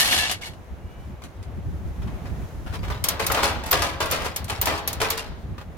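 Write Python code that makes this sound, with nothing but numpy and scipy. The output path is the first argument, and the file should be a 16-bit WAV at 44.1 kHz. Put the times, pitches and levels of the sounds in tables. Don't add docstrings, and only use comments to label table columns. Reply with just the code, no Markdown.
import sys
import numpy as np
from scipy import signal
from scipy.fft import rfft, irfft
from scipy.io import wavfile
from scipy.ndimage import uniform_filter1d

SR = 44100
rng = np.random.default_rng(int(sys.argv[2]) if len(sys.argv) > 2 else 0)


def log_audio(samples):
    frames = np.atleast_2d(samples).T
    limited = np.clip(frames, -1, 1)
    pcm = np.round(limited * 32767).astype(np.int16)
    wavfile.write(sys.argv[1], SR, pcm)


N = 254456
HIT_N = 24576
T = np.arange(N) / SR
HIT_T = T[:HIT_N]

# (time [s], length [s], level [dB], treble [dB re level])
SHOVES = [(-.008, 0.015, -13.5, -1), (0.041, 0.061, -22.5, -4), (0.108, 0.1, -20, -5),
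          (0.216, 0.12, -27.5, -24), (0.408, 0.048, -34.5, -9), (0.452, 0.015, -39.5, -2)]
# (frequency [Hz], bandwidth [Hz], level [dB])
STOOL_MODES = [(733, 61, -4), (1197, 280, 3.5), (1720, 31, -3), (1940, 34, 4), (2224, 35, 9),
               (2390, 66, -2), (2720, 50, -7), (2870, 48, 2), (3370, 59, 7), (4265, 42, 8)]
# (frequency [Hz], level [dB])
GRIT_SPECTRUM = [(120, -53), (200, -6), (435, -13), (748, 0), (1380, -11.5), (1690, -1.5), (2330, -7.5),
                 (2850, 1.5), (7420, -9.5), (11200, -17), (15000, -32)]
# (frequency [Hz], level [dB])
CRACK_SPECTRUM = [(1500, -1.5), (3500, 3), (6000, 4.5), (7700, 1.5), (10000, 7.5), (12500, 4.5),
                  (14500, -5), (16000, -9.5)]
# (time [s], level [dB], crack [dB re level])
CLACKS = [(.016, -26, 2), (.177, -20, -12), (0.296, -22.5, -14), (.313, -23, -1), (0.534, -49, -14)]
# (time [s], length [s], start pitch [Hz], end pitch [Hz], level [dB])
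SQUEAKS = [(.005, 0.045, 1715, 1895, -26.5), (0.121, 0.017, 2940, 1500, -24),
           (0.178, 0.092, 1722, 1735, -31.5), (0.192, 0.058, 2770, 2760, -32),
           (0.257, 0.022, 2610, 2800, -32), (0.43, 0.01, 2220, 2210, -32.5), (0.77, 0.37, 2290, 2360, -66),
           (0.798, 0.3, 2790, 3060, -66)]
# (time [s], level [dB])
WIND_LEVELS = [(0.0, -40.5), (1.36, -38), (1.6, -33), (3.3, -32.5), (4.3, -35), (5.1, -34.5), (5.6, -35)]
# (frequency [Hz], level [dB])
RUMBLE_SPECTRUM = [(15, -20), (32, -13), (48, -3), (64, 2), (96, -1), (130, -9), (200, -19), (400, -50),
                   (1600, -90)]
# (frequency [Hz], level [dB])
STIR_SPECTRUM = [(90, -25), (135, 5.5), (170, 8), (260, 2), (400, -5), (800, -100)]
# (time [s], level [dB])
BUFFETS = [(1.667, -21.5), (2.05, -25), (2.708, -21), (2.969, -25), (4.601, -19.5), (5.012, -21.5)]
# (frequency [Hz], level [dB])
TRAFFIC_SPECTRUM = [(150, -7.5), (350, 4), (650, 3.5), (1000, -1.5), (2000, -8), (4000, -19.5), (8000, -55)]
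# (frequency [Hz], level [dB])
CLOTH_SPECTRUM = [(700, -29), (2500, 4.5), (6500, 8.5), (7800, 3), (12000, 4.5), (16000, 0.5)]
# (centre [s], sigma [s], level [dB])
REACHES = [(1.05, 0.044, -69), (2.452, 0.4, -61.5)]
# (time [s], length [s], level [dB], clash [dB re level])
SCRAPES = [(1.219, 0.035, -45.5, -6), (2.661, 0.077, -41, -29), (2.718, 0.035, -36.5, -7),
           (2.835, 0.057, -38.5, -13), (3.634, 0.088, -33.5, -5.5), (4.19, 0.1, -33, -8),
           (4.751, 0.04, -38.5, 1), (5.58, 0.048, -41, -21.5)]
# (frequency [Hz], level [dB], t60 [s])
DECK_BANDS = [(146, -6, 0.93), (337, -4.5, 1), (550, -1, 1), (1060, 2, 0.7), (1690, -4, 0.84),
              (2300, -6, 0.62), (4200, -14.5, 0.95), (9050, -26.5, 0.49)]
# (frequency [Hz], level [dB], t60 [s])
CLASH_BANDS = [(940, -14, 0.142), (2220, 7, 0.51), (4300, 5, 0.38), (7950, -1, 0.3), (11400, -3, 0.32),
               (16000, -10, 0.057)]
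# (time [s], level [dB], clash [dB re level], build-up [s])
KNOCKS = [(1.236, -45.5, 2.5, 0.0014), (1.362, -51, -9, 0), (1.427, -51, 2.5, 0), (2.019, -35, -23, 0),
          (2.074, -35, -28, 0), (2.255, -33.5, -24, 0), (2.754, -29.5, -17, 0), (2.83, -27.5, -22, 0.0011),
          (2.901, -21.5, -19, 0), (3.194, -15.5, -9, 0.0028), (3.298, -14.5, -25, 0.0028),
          (3.335, -16, -11, 0.01), (3.37, -14, -19, 0.0038), (3.427, -12, -7.5, 0.0042),
          (3.712, -11, -8, 0.016), (3.817, -15, -5.5, 0.004), (4.002, -14, -11, 0.0033),
          (4.1, -17.5, -7, 0.019), (4.135, -19.5, -13.5, .006), (4.242, -21.5, -9, 0.005),
          (4.481, -19.5, -8.5, 0.017), (4.614, -23, -11, 0.012), (4.656, -13, -12, 0.014),
          (5.002, -13.5, -9, 0.013), (5.102, -23.5, -0.5, 0.0016), (5.174, -26.5, 2, 0.0036)]
# (frequency [Hz], t60 [s], level [dB])
DECK_MODES = [(420, .9, 4), (448, .8, 3), (538, .6, 5), (651, .6, 6), (824, .6, 5), (964, .5, 7),
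              (1010, .3, 5), (1110, .4, 2), (1233, .3, 2), (1663, .5, -1), (1997, .5, -2), (2400, .5, 0),
              (4450, .35, -7)]
# (frequency [Hz], level [dB])
GRIND_SPECTRUM = [(450, -35), (1000, 7.5), (2200, -7.5), (5000, -24)]
BEAM_HZ = [450, 560, 680, 830, 990, 1200, 1500]
HOOK_HZ = [1863, 2358, 3112, 3521, 4091, 5103]
# (time [s], level [dB], favoured mode [Hz], its ring [dB re level])
SNAPS = [(3.0399, -5, 12600, -15), (3.0852, -3.5, 11650, -12), (3.265, -7, 14490, -11),
         (3.318, -10, 11650, -10), (3.6632, -23.5, 11650, -16), (3.711, -7, 14490, 5.5),
         (4.057, -22, 11650, -19), (4.111, -11, 13250, -7), (4.361, -10.5, 11650, -13),
         (4.4424, -24, 8550, -9), (4.4874, -35, 14490, -1), (4.613, -7, 14490, 5.5),
         (4.656, -10.5, 13250, -7), (4.8752, -6.5, 11650, 0.5), (4.929, -15.5, 11650, -17),
         (5.102, -8.5, 13250, -5)]
# (frequency [Hz], t60 [s], level [dB])
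PAWL_MODES = [(5800, .06, -6), (6900, .06, -6), (8550, .05, -6), (10000, .05, -6), (11650, .045, -2),
              (12600, .04, -3), (13250, .04, -3), (14490, .04, -3)]
# (frequency [Hz], level [dB], t60 [s])
RATCHET_BANDS = [(686, -17, 0.14), (2360, 4.5, 0.22), (4400, 8.5, 0.18), (7260, 1, 0.14)]
# (frequency [Hz], correlation [-])
CORRELATION = [(40, 0.89), (130, 0.24), (300, 0.67), (750, 0.7), (1400, 0.09), (2800, 0.28), (5000, 0.17),
               (12000, 0.038)]


def undb(db):
    return 10 ** (np.asarray(db) / 20)


def unit(x):
    return x / np.sqrt(np.mean(x ** 2))


def unit_peak(x, size=256):
    return x / np.sqrt(uniform_filter1d(np.mean(x ** 2, axis=0), size).max())


def at_hz(hz, rows):
    rows = np.array(rows)
    return np.interp(np.log(hz + 1e-9), np.log(rows[:, 0]), rows[:, 1])


def noise(spectrum, size=HIT_N):
    hz = np.fft.rfftfreq(size, 1 / SR)
    alike = at_hz(hz, CORRELATION)
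    mid, side = rfft(rng.standard_normal((2, size))) * np.sqrt([1 + alike, 1 - alike])
    return unit(irfft(np.array([mid + side, mid - side]) * undb(at_hz(hz, spectrum)), size))


def wander(rate_hz):
    return np.interp(T * rate_hz, np.arange(1024), rng.standard_normal(1024))


def bell(centre_s, sigma_s):
    return np.exp(-.5 * ((T - centre_s) / sigma_s) ** 2)


def fade(t60_s):
    return np.exp(-np.log(1000) * HIT_T / max(t60_s, 1e-3))


def grains(rate_hz, t60_s, size=HIT_N):
    catches = (rng.random(size) < rate_hz / SR) * rng.exponential(1, size)
    power = irfft(rfft(catches) * rfft(fade(t60_s) ** 2, size), size)
    return unit(np.sqrt(np.abs(power)))


def detuned(hz, spread):
    return hz * (1 + spread * rng.standard_normal())


def ring(modes, width=1, size=HIT_N):
    out = 0
    for hz, t60_s, db in modes:
        gap_rad = width * np.arccos(at_hz(hz, CORRELATION)) * rng.choice([-.5, .5])
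        phase = rng.uniform(0, 2 * np.pi) + np.array([[gap_rad], [-gap_rad]])
        out = out + undb(db) * fade(t60_s)[:size] * np.sin(2 * np.pi * hz * HIT_T[:size] + phase)
    return unit_peak(out)


def wash(bands, bloom_t60_s=0, bloom_hz=490):
    source = rfft(noise(bands))
    hz = np.fft.rfftfreq(HIT_N, 1 / SR)
    centres_hz = [row[0] for row in bands]
    out = 0
    for pick, (centre_hz, _, t60_s) in zip(np.eye(len(bands)), bands):
        band = irfft(source * at_hz(hz, list(zip(centres_hz, pick))), HIT_N)
        swell = 1 - fade(bloom_t60_s * min(bloom_hz / centre_hz, 1) ** 2)
        out = out + band * swell * fade(t60_s)
    return unit_peak(out)


def excite(body, force):
    return signal.fftconvolve(force[None], body / np.sqrt(np.sum(body ** 2) / 2), axes=1)


def add(out, time_s, sound):
    start = max(int(time_s * SR), 0)
    out[:, start:start + sound.shape[1]] += sound[:, :out.shape[1] - start]


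def shove(time_s, length_s, attack_s=.015, sag_db_per_s=33.5, release_db_per_s=351):
    age_s = np.maximum(T - time_s, 0)
    fall_db = sag_db_per_s * age_s + release_db_per_s * np.maximum(age_s - length_s, 0)
    return np.minimum(age_s / attack_s, 1) * undb(-fall_db)


def stool_drag(frame_db=-3, rasp_db=-1, crunch_db=-3, flex_s=4e-5):
    force = sum(undb(db) * shove(s, length_s) for s, length_s, db, _ in SHOVES)
    treble = sum(undb(db + treble_db) * shove(s, length_s) for s, length_s, db, treble_db in SHOVES)
    grain = grains(rate_hz=2800, t60_s=.013, size=N)
    slips = rng.standard_normal(N) * grain * force * undb(frame_db)
    modes = [(hz, np.log(1000) / np.pi / width_hz, db + 10 * np.log10(width_hz))
             for hz, width_hz, db in STOOL_MODES]
    frame = excite(ring(modes), slips)[:, :N]
    warped_s = T + flex_s * wander(69.2)
    frame = np.array([np.interp(warped_s, T, side) for side in frame])
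    rasp = noise(GRIT_SPECTRUM, N) * force * undb(rasp_db)
    crunch = noise(CRACK_SPECTRUM, N) * treble * undb(crunch_db)
    return (rasp + crunch) * grain + frame


def stool_squeaks(waver=.0355, steady_after_s=.026):
    out = np.zeros((2, N))
    for time_s, length_s, start_hz, end_hz, db in SQUEAKS:
        progress = np.linspace(0, 1, int(length_s * SR))
        wobble = waver * min(1, steady_after_s / length_s) * wander(175)[:len(progress)]
        hz = (start_hz + (end_hz - start_hz) * progress) * (1 + wobble)
        phase = 2 * np.pi * np.cumsum(hz) / SR + np.array([[0], [1]])
        envelope = np.sqrt(2 * np.abs(np.sin(np.pi * progress)))
        add(out, time_s, undb(db) * envelope * np.sin(phase))
    return out


def stool_clacks(t60_s=.1):
    out = np.zeros((2, N))
    for time_s, db, crack_db in CLACKS:
        clack = noise(GRIT_SPECTRUM) + undb(crack_db) * noise(CRACK_SPECTRUM)
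        add(out, time_s, undb(db) * clack * fade(t60_s))
    return out


def wind(rumble_db=-1, stir_db=-10.5, flutter_db=6, lull_db=3, buffet_sigma_s=.0065):
    gust_db = np.interp(T, *np.transpose(WIND_LEVELS))
    gust_db += flutter_db * np.tanh(wander(36)) + lull_db * np.tanh(wander(11))
    rumble = undb(rumble_db) * noise(RUMBLE_SPECTRUM, N)
    stir = undb(stir_db) * noise(STIR_SPECTRUM, N)
    out = undb(gust_db) * (rumble + stir)
    for time_s, db in BUFFETS:
        hz = rng.uniform(79, 104)
        phase = 2 * np.pi * hz * (T - time_s) + rng.uniform(-.99, 1, (2, 1))
        out += undb(db) * bell(time_s, buffet_sigma_s) * np.sin(phase)
    return out


def traffic(base_db=-48, swell_db=4.5):
    swell = bell(centre_s=2.25, sigma_s=.22)
    return noise(TRAFFIC_SPECTRUM, N) * undb(base_db + swell_db * swell + wander(12))


def jacket(floor_db=-64):
    motion = undb(floor_db) + sum(undb(db) * bell(s, sigma_s) for s, sigma_s, db in REACHES)
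    return noise(CLOTH_SPECTRUM, N) * motion * undb(wander(26))


def hook_scrapes(catch_rate_hz=280, damping_t60_s=.1):
    out = np.zeros((2, N))
    for time_s, length_s, db, clash_db in SCRAPES:
        caught = (rng.random(HIT_N) < catch_rate_hz / SR) * (HIT_T < length_s)
        catches = caught * rng.standard_normal(HIT_N)
        catches *= np.sqrt(length_s * SR / (np.sum(catches ** 2) + 1e-9))
        for bands, part_db in ((DECK_BANDS, db), (CLASH_BANDS, db + clash_db)):
            add(out, time_s, undb(part_db) * excite(wash(bands) * fade(damping_t60_s), catches))
    return out


def rattle(body, bounce_s, rise_s, count=24, firm_blow=3.76):
    lags = rng.gamma(2, .5, count)
    strengths = rng.choice([-1, 1], count) * rng.uniform(.52, 1, count)
    lags[0], strengths[0] = 0, firm_blow
    touches = np.append(0, rng.uniform(0, 1, count // 6))
    times_s = np.append(rise_s + lags * bounce_s, touches * rise_s)
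    strengths = np.append(strengths * np.exp(-.3 * lags), rng.choice([-1, 1], len(touches)))
    blows = np.zeros(HIT_N)
    np.add.at(blows, np.minimum(times_s * SR, HIT_N - 1).astype(int), strengths)
    return unit_peak(excite(body, blows)[:, :HIT_N], size=1024)


def deck_knocks(plate_db=-10, clash_trim_db=-2.5, max_chatter_s=.012, max_clash_s=.0076,
                max_damping_t60_s=.78, contact_db=-2, contact_t60_s=.038):
    out = np.zeros((2, N))
    for time_s, db, clash_db, rise_s in KNOCKS:
        modes = [(detuned(hz, .0053), t60_s, mode_db + 3 * rng.standard_normal())
                 for hz, t60_s, mode_db in DECK_MODES]
        plate = wash(DECK_BANDS, bloom_t60_s=.073) + undb(-6) * ring(modes)
        steel = wash(CLASH_BANDS)
        force = np.interp(db, [-28, -12], [.3, 1])
        free_share = .74 * force
        envelope = free_share + (1 - free_share) * fade(max_damping_t60_s * force)
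        envelope += undb(contact_db) * fade(contact_t60_s)
        knock = undb(plate_db) * rattle(plate * envelope, max_chatter_s * force, rise_s)
        buzz = grains(rate_hz=1000, t60_s=.025)
        clash = undb(clash_db + clash_trim_db) * rattle(steel * envelope, max_clash_s * force, rise_s)
        add(out, time_s, undb(db) * (knock + clash * buzz))
        add(out, time_s + rise_s, undb(db) * force * load_bite())
        add(out, time_s + rise_s, undb(db) * hook_jiggle(plate))
    return out


def load_bite(grind_db=-12, grind_t60_s=.16, clunk_db=-10, top_mode_t60_s=.088):
    crunch = grains(rate_hz=800, t60_s=.012)
    grind = undb(grind_db) * noise(GRIND_SPECTRUM) * crunch * fade(grind_t60_s)
    modes = [(detuned(hz, .06), top_mode_t60_s * BEAM_HZ[-1] / hz, 3 * rng.standard_normal())
             for hz in BEAM_HZ]
    return grind + undb(clunk_db) * ring(modes, width=.29)


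def hook_jiggle(plate, span_s=.14, fall_db=17, clack_db=-10, clack_t60_s=.056,
                clink_db=-15, clink_t60_s=.061, count=4):
    out = np.zeros((2, HIT_N))
    for lag in (np.arange(count) + rng.random(count)) / count:
        modes = [(detuned(hz, .06), clink_t60_s, 5 * rng.standard_normal()) for hz in HOOK_HZ]
        add(out, span_s * lag, undb(clack_db - fall_db * lag) * plate * fade(clack_t60_s))
        add(out, span_s * lag, undb(clink_db - fall_db * lag) * ring(modes, size=4096))
    return out


def pawl_snaps(trim_db=-4, modes_db=-7, frame_db=-15, deck_db=-22, scatter_db=-27, detune=.0185,
               rise_t60_s=.015, crack_t60_s=.02, ring_t60_s=.041, scatter_t60_s=.11):
    out = np.zeros((2, N))
    for time_s, db, favoured_hz, favoured_db in SNAPS:
        crack = noise(CRACK_SPECTRUM) * (fade(crack_t60_s) + undb(scatter_db) * fade(scatter_t60_s))
        modes = [(detuned(hz, detune), t60_s, mode_db) for hz, t60_s, mode_db in PAWL_MODES]
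        split = [(favoured_hz, ring_t60_s, 0)]
        split += [(detuned(favoured_hz, detune), ring_t60_s, -6) for _ in range(3)]
        tone = undb(modes_db) * ring(modes) + undb(favoured_db) * ring(split, width=0)
        body = undb(frame_db) * wash(RATCHET_BANDS) + undb(deck_db) * wash(DECK_BANDS)
        snap = unit_peak(unit_peak(crack) + tone) + body
        add(out, time_s, undb(db + trim_db) * snap * (1 - fade(rise_t60_s)))
    return out


def scene(pan_db=.62, right_delay_s=3.6 / SR):
    stool = stool_drag() + stool_clacks() + stool_squeaks()
    left, right = stool + pawl_snaps() + deck_knocks() + hook_scrapes()
    delay = np.exp(-2j * np.pi * np.fft.rfftfreq(N, 1 / SR) * right_delay_s)
    right = irfft(rfft(right) * delay, N)
    work = np.array([left * undb(pan_db), right * undb(-pan_db)])
    return work + wind() + traffic() + jacket()


def record(dry, cutoff_hz=16050):
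    lowpass = signal.ellip(10, .2, 70, cutoff_hz, fs=SR, output="sos")
    return signal.sosfilt(lowpass, np.clip(dry, -1, 1))


dry = scene()
out = record(dry)
log_audio(out)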